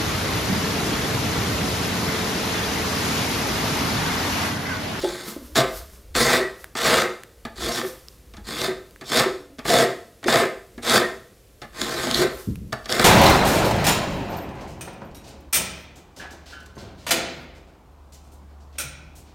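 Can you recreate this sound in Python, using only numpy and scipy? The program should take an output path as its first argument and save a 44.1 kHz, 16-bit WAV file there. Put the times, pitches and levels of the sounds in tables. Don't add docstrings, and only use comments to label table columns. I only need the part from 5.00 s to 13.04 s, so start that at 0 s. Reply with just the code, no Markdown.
import sys
import numpy as np
from scipy import signal
from scipy.fft import rfft, irfft, next_fast_len
from scipy.io import wavfile
from scipy.ndimage import uniform_filter1d, map_coordinates

SR = 44100
rng = np.random.default_rng(int(sys.argv[2]) if len(sys.argv) > 2 else 0)


def dump(signal):
    limited = np.clip(np.atleast_2d(signal).T, -1, 1)
    pcm = np.round(limited * 32767).astype(np.int16)
    wavfile.write(sys.argv[1], SR, pcm)


def how_loud(loudness_db):
    steps = np.asarray(loudness_db, float) / 20
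    return 10 ** steps


N = 354637

STRIP, STEEL, BENCH, BENDING = range(4)


def unit(x):
    return x / np.sqrt(np.mean(x ** 2) + 1e-20)


def along(points, hz):
    f, v = np.transpose(points)
    return np.interp(np.log(hz + 1), np.log(f + 1), v)


def wobble(rate):
    knots = rng.standard_normal(int(N * rate / SR) + 4)
    return map_coordinates(knots, [np.arange(N) * rate / SR])


def swell(start, top, end, edge_db):
    t = np.arange(N) / SR
    return -edge_db * np.maximum((top - t) / (top - start), (t - top) / (end - top))


def filtered(x, response):
    m = next_fast_len(N + SR // 2)
    return irfft(rfft(x, m) * response(np.fft.rfftfreq(m, 1 / SR)), m)[..., :N]


def noise(spectrum):
    return unit(filtered(rng.standard_normal(N), lambda hz: how_loud(along(spectrum, hz))))


def body(modes):
    def ring(f):
        total = 0
        for k, (centre, width, db) in enumerate(modes):
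            damping = 1j * f * width
            total = total + (-1) ** k * how_loud(db) * damping / (centre * centre - f * f + damping)
        return total

    scale = np.sqrt(np.mean(np.abs(ring(np.arange(1, SR // 2, 2))) ** 2))
    return lambda f: ring(f) / scale


def air():
    # frequency_hz, density_db
    hiss_spectrum = [(90, -8), (260, -16), (490, -14), (820, -28), (3200, -31), (13300, -34), (16000, -37)]
    # frequency_hz, density_db
    rumble_spectrum = [(18, -11), (34, -7.5), (52, 7.5), (80, -1.5), (110, -23), (200, -120)]
    # peak_s, peak_db, dying_s
    shudders = [(.02, -41, 0.093), (.55, -43.5, 0.38), (.8, -37, 0.1), (1.17, -37, 0.23), (1.9, -42, 0.17),
                (2.45, -49, .1), (2.64, -42, 0.17), (3.4, -47.5, 0.67), (4.2, -52, 0.18), (4.68, -45, .15),
                (5.27, -57, .3), (5.87, -50, .4), (6.922, -44, 0.42), (7.17, -42, 0.11), (7.57, -42, 0.28),
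                (8.0, -42, .2)]
    rise = 0.564
    shake = sum(how_loud(db + swell(s - rise * dying, s, s + dying, edge_db=14.5)) for s, db, dying in shudders)
    rumble = (how_loud(-62) + shake) * how_loud(0.5 * wobble(6)) * noise(rumble_spectrum)
    return rumble + how_loud(-54 + wobble(3)) * noise([(60, -40), *hiss_spectrum])


def shop(x, count=14):
    # frequency_hz, t60_s
    decay = [(100, 0.089), (400, 0.46), (2000, 0.43), (5000, 0.45), (12000, 0.59)]
    hz, t, z = signal.stft(rng.standard_normal((count, int(.7 * SR))), SR, nperseg=256)
    tails = signal.istft(z * how_loud(-60 * t / along(decay, hz)[:, None]), SR, nperseg=256)[1]
    out, step = np.zeros(N + 2 * SR), N // count + 1
    for k, tail in enumerate(tails):
        echo = signal.fftconvolve(x[k * step:(k + 1) * step], tail / np.linalg.norm(tail))
        out[k * step + 300:][:len(echo)] += echo
    room_hz = 3800
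    return filtered(out[:N], lambda f: 1 / (1 + 1j * f / room_hz))


def ticks():
    # start_s, peak_db, centre_hz, crack_db
    tick_events = [(0.8144, -32, 1370, -15), (0.8989, -41, 1790, -13), (0.9344, -40, 1550, -16),
                   (0.9594, -43, 2660, -15), (1.5924, -38, 1900, -19), (1.6432, -19, 1660, -16),
                   (2.2353, -27, 1750, -14), (3.0844, -25, 5180, -19), (3.9094, -41, 4680, -11),
                   (3.9609, -29, 1730, -23), (7.5572, -28, 2620, -13)]
    out, t = np.zeros(N), np.arange(SR // 100) / SR
    dying = -60 * t / .005
    for s, db, hz, crack_db in tick_events:
        crack = rng.standard_normal(len(t)) * how_loud(crack_db + 10 + dying)
        ring = how_loud(dying) * np.sin(2 * np.pi * hz * t)
        out[round(s * SR):][:len(t)] += how_loud(db) * (ring + crack)
    return filtered(out, lambda hz: 1j * hz / (1000 + 1j * hz))


def rustle():
    # frequency_hz, density_db
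    cloth_spectrum = [(18, -34), (30, -15), (81, 1), (210, -2), (439, -18.5), (500, -27), (650, -59),
                      (1100, -120)]
    start_s, end_s, rise_s, hit_db = 7.489, 7.73, 0.02, -23
    t = np.arange(N) / SR - start_s
    hit = hit_db - 202 * t
    drag = -31.5 - 54 * t
    level = np.minimum(np.maximum(hit, drag), hit_db)
    gate = np.clip(1 + t / rise_s, 0, 1) * np.clip((end_s - start_s - t) / rise_s, 0, 1)
    return gate * how_loud(level + 2.3 * wobble(45)) * noise(cloth_spectrum)


def hand():
    # frequency_hz, density_db
    skin_spectrum = [(300, -55), (590, -15), (1000, 0.5), (2200, -6.5), (5500, -2.5), (7100, -5.5),
                     (14600, -2.5), (16000, -15)]
    # start_s, fastest_s, stop_s, level_db
    slides = [
        (0.255, .285, 0.34, -40),
        (.36, 0.464, 0.61, -55.5),
        (0.877, .94, 1.029, -56.5),
        (1.553, 1.61, 1.686, -56),
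        (3.05, 3.13, 3.25, -63),
        (.69, 0.774, 0.83, -44),
        (2.805, 2.878, 2.953, -44),
        (7.26, 7.4, 7.5, -50),
    ]
    # start_s, peak_db, pitch_hz, t60_s, overtone_spread_ratio
    bumps = [(0.034, -12, 345, 0.15, 1.15), (0.044, -7, 344.6, 0.12, 1.6), (0.281, -25, 222, 0.18, 1.47),
             (0.363, -21.5, 284, 0.092, 1.22), (0.416, -31.5, 248, 0.16, 0.98),
             (0.495, -35.5, 305, 0.19, 1.09), (3.381, -32, 210, 0.15, 0.99), (5.26, -14.5, 362, 0.21, 0.74),
             (5.776, -25, 239, 0.17, 1.2), (4.328, -25, 347.9, 0.095, 0.93), (4.4, -41.5, 289.4, 0.9, 1.0),
             (4.498, -40, 275, 0.27, 1.55)]
    speed = sum(how_loud(db + swell(start, top, stop, edge_db=11.5)) for start, top, stop, db in slides)
    out = speed * how_loud(5.5 + 1.0 * wobble(24)) * noise(skin_spectrum)
    t = np.arange(SR // 4) / SR
    for s, db, hz, t60, spread in bumps:
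        main = how_loud(-60 * t / t60) * np.sin(2 * np.pi * hz * t)
        cluster = np.zeros(len(t))
        for _ in range(9):
            ratio = 1 + spread * rng.random()
            fall = how_loud(rng.normal(0, 3.0) - 8 - 60 * t / t60)
            cluster += fall / ratio * np.sin(2 * np.pi * (hz * ratio * t + rng.random()))
        onset = 1 - np.exp(-t / 0.0013)
        out[round(s * SR):][:len(t)] += how_loud(db - 5.5) * onset * (main + cluster)
    return out


def spring():
    # start_s, peak_db, pitch_hz, t60_s, upper_mode_db
    releases = [(0.63, -18.5, 371.7, 0.21, -10.5), (1.399, -16.5, 370.4, 0.22, -1.5),
                (2.04, -21.5, 366.4, 0.24, -2), (2.829, -20.5, 367, 0.2, -27),
                (3.679, -17.5, 373, 0.22, -13), (4.259, -15.5, 369.7, 0.23, -23),
                (4.819, -16, 383, 0.21, -3), (5.417, -12.5, 369.7, 0.25, -8.5), (6.03, -20.5, 364, 0.28, 2),
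                (7.189, -11.5, 363.4, 0.25, -18), (7.24, -14.5, 371, 0.18, -38)]

    def tone(hz, phase):
        return np.sin(2 * np.pi * (hz * t + phase))

    out, t = np.zeros(N + SR), np.arange(SR // 2) / SR
    for s, db, hz, t60, upper_db in releases:
        phase = rng.random(3)
        low = tone(hz, 0) + 0.71 * tone(hz * 1.06, phase[0])
        low += 0.28 * sum(tone(hz * (1.33 + 0.122 * rng.random()), p) for p in phase)
        upper = .5 * sum(tone(1890 * (1 + .035 * rng.standard_normal()), rng.random()) for _ in range(6))
        swing = how_loud(-3.0 - 60 * t / t60) * low + how_loud(upper_db - 6.5 - 60 * t / 0.26) * upper
        out[round(s * SR):][:len(t)] += how_loud(db) * (1 - np.exp(-t / 0.0036)) * swing
    return out[:N]


def bites(per_s, spread_db, clump_db):
    hit = rng.random(N) < per_s / SR
    size_db = spread_db * np.minimum(rng.exponential(size=N), 4.2) + clump_db * wobble(160)
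    return unit(hit * how_loud(size_db) * rng.standard_normal(N))


def patches(x, patchy_db):
    z = signal.stft(x, nperseg=512)[2]
    field = uniform_filter1d(rng.standard_normal(z.shape), 4, 0)
    field = uniform_filter1d(field, 9, 1)
    return signal.istft(z * how_loud(patchy_db * unit(field)), nperseg=512)[1][:N]


def pressure(part, lift_db_per_s):
    # touch_s, grip_s, lift_s, grip_db, lift_db
    strokes = [(-.03, 0.026, 0.32, -37, -46), (0.548, 0.571, 0.6, -19, -22.5),
               (1.141, 1.166, 1.37, -20, -21.5), (1.752, 1.768, 1.78, -34.5, -28.5),
               (1.773, 1.865, 2.015, -19, -23), (2.548, 2.62, 2.696, -35, -30),
               (2.7, 2.725, 2.79, -32.5, -32.5), (3.435, 3.503, 3.663, -37, -29),
               (4.032, 4.072, 4.1, -46.5, -36), (4.097, 4.128, 4.2, -25.5, -18.5),
               (4.64, 4.72, 4.83, -20, -24), (5.257, 5.299, 5.4076, -20.5, -22.5),
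               (5.815, 5.9, 5.97, -22, -18), (6.719, 6.817, 7.12, -32.5, -31),
               (7.09, 7.154, 7.225, -27, -26), (7.876, 7.903, 8.12, -29.5, -18)]
    # steel_db, bench_db, bending_db
    angles = [(3.5, 0.5, -2.5), (-0.5, -1, 2.5), (-1, -3.5, 0.2), (0, -11, -3), (-1.5, -5.5, -0.9),
              (4, 2.5, 0.5), (5.5, 2, -0.2), (2, 0.5, -0.5), (6, 2, 0.5), (1, -4, 0), (0.7, 0, 5.5),
              (-4, -3, 3.5), (-0.5, -3, 1.5), (-0.1, -0.3, -2), (1.5, 1.5, 2), (-0.9, -2, 2)]
    # strip_db, steel_db, bench_db, bending_db
    load_shift = (1.5, -0.5, 0, 2)
    half_shift = load_shift[part] / 2
    t, gain = np.arange(N) / SR, np.zeros(N)
    for (touch, grip, lift, grip_db, lift_db), angle in zip(strokes, angles):
        build = np.clip((t - touch) / (grip - touch), 0, 1) ** 1.16
        db = np.interp(t, [grip, lift], [grip_db - half_shift, lift_db + half_shift])
        db = db - lift_db_per_s * np.maximum(t - lift, 0)
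        share_db = (0, *angle)[part]
        gain = np.maximum(gain, build * how_loud(db + share_db))
    return gain * how_loud(.8 * wobble(22))


def rasp():
    # centre_hz, width_hz, level_db
    strip_modes = [(810, 147, -6.5), (1058, 57, -1.5), (1225, 88, -2.5), (1336, 49, 0), (1557, 92, -2),
                   (1793, 78, -0.5), (1980, 33, -5), (2091, 19, 2), (2200, 670, -9.5)]
    # centre_hz, width_hz, level_db
    bending_modes = [(480.2, 34.3, -1.5), (536.7, 13, -4), (632, 41, -4), (696, 33.6, -2.5)]
    # centre_hz, width_hz, level_db
    bench_modes = [(131.4, 24, -6), (226.5, 28, -1.5), (298, 86, -8), (355.5, 24.5, 1.5)]
    # centre_hz, width_hz, level_db
    steel_modes = [(3514, 634, -5.5), (4340, 244, -3.5), (4566, 203, -3), (5380, 610, -7),
                   (6620, 1800, -11.5), (8920, 1460, -13), (10350, 1600, -15.5), (13200, 450, -40),
                   (13500, 1300, -35)]
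    # centre_hz, width_hz, level_db
    blade_modes = [(3516, 68, 0)]
    # centre_hz, width_hz, level_db
    knock_modes = [(234, 36, 4), (415, 91, -4), (660, 106, -2.5), (850, 59, -2), (1193, 170, -5),
                   (1740, 157, -3.5), (2156, 410, -10)]
    # centre_hz, width_hz, level_db
    thud_modes = [(127, 28, 0)]
    # start_s, peak_db, wood_knock_db, contact_s
    landings = [(0.5556, -14.5, -5, 0.091), (1.1511, -15, -2.5, 0.052), (1.7523, -23, -0.5, 0.062),
                (2.4508, -29.5, 1, 0.12), (3.337, -40, -2.5, 0.15), (3.3679, -37, -4, 0.15),
                (4.0109, -35.5, -0.5, 0.22), (4.584, -37, 2, 0.06), (4.59, -29, -2, 0.1),
                (5.229, -40, 6, 0.074), (5.241, -25.5, -3.5, 0.099), (5.778, -39, 2, 0.13),
                (6.6172, -33.5, -1, 0.27), (7.723, -31, 1.5, 0.04), (7.727, -19.5, 0.7, 0.078),
                (7.844, -39, -14, 0.22), (7.857, -26.5, -5.5, 0.1)]
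    # start_s, peak_db, wood_knock_db, contact_s
    taps = [(0.604, -9, -10, 0.02), (2.7796, -22, -10, 0.02), (2.814, -20, -3, 0.026),
            (2.8474, -32.5, 5, 0.023), (3.6159, -13.5, -5, 0.028), (4.1185, -17, 2, 0.019),
            (4.653, -30, 14.5, 0.026), (4.6836, -12.5, -3, 0.017), (5.2822, -15, 5, 0.023),
            (5.313, -29, -3, 0.017), (5.3259, -9, -32, 0.022), (5.3585, -6.5, -3, 0.017),
            (5.8959, -3.5, -23, 0.042), (6.8155, -4.5, -12.5, 0.019), (7.0706, -12, -7, 0.024),
            (7.112, -5, -18, 0.018), (7.145, -3, -28, 0.026), (7.8936, -15.5, -4.5, 0.019),
            (7.9246, -2.5, -23, 0.022), (7.9958, -7.5, -2.5, 0.024)]

    teeth = patches(bites(4000, spread_db=2.5, clump_db=1.5), patchy_db=0.5)
    dust = unit(teeth + patches(bites(12000, spread_db=0.5, clump_db=1.5), patchy_db=4.5))
    tick, knock = np.zeros(N), np.zeros(N)
    t = np.arange(SR // 25) / SR
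    for s, db, knock_db, contact in landings + taps:
        a = round(s * SR)
        crack = rng.standard_normal((2, len(t)))
        tick[a:a + len(t)] += how_loud(db - 4.5 - 60 * t / (0.27 * contact)) * crack[0]
        knock[a:a + len(t)] += how_loud(db + knock_db - 60 * t / contact) * crack[1]
    hard = filtered(tick, lambda f: 1.35 / (1 + 1j * f / 8000) ** 2)

    strip = filtered(how_loud(-0.5) * pressure(STRIP, lift_db_per_s=222) * teeth, body(strip_modes))
    bending = filtered(how_loud(-3.5) * pressure(BENDING, lift_db_per_s=206) * teeth, body(bending_modes))
    bench = filtered(how_loud(-3.0) * pressure(BENCH, lift_db_per_s=161) * teeth, body(bench_modes))
    steel = filtered(how_loud(-2.0) * pressure(STEEL, lift_db_per_s=426) * dust + hard, body(steel_modes))
    blade = how_loud(-21) * filtered(pressure(STEEL, lift_db_per_s=426) * dust, body(blade_modes))
    wood = filtered(knock, body(knock_modes)) + how_loud(-10) * filtered(knock, body(thud_modes))
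    return strip + bending + bench + steel + blade + wood


def scene():
    # frequency_hz, side_minus_mid_db
    shadow_spectrum = [(30, -19), (90, -23), (180, -27), (350, -29), (1650, -25), (4970, -19), (15000, -14)]
    near = rasp() + spring() + hand()
    dry = ticks()
    mid = near + how_loud(-4.5) * shop(near + .4 * dry) + dry + rustle() + air()
    hz, _, z = signal.stft(mid, SR, nperseg=512)
    spin = np.exp(2j * np.pi * rng.random(z.shape))
    side = signal.istft(z * spin * how_loud(along(shadow_spectrum, hz))[:, None], SR, nperseg=512)[1][:N]
    return np.array([mid + side, mid - side])


def roll_off(x):
    return signal.sosfilt(signal.butter(12, 16490, fs=SR, output="sos"), x)


def record(dry):
    soft = dry / (1 + np.abs(dry / .9) ** 4) ** .25
    mix = filtered(soft, lambda hz: 1 / (1 + (hz / 15800) ** 80))
    return roll_off(mix)


dry = scene()
out = record(dry)
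dump(out)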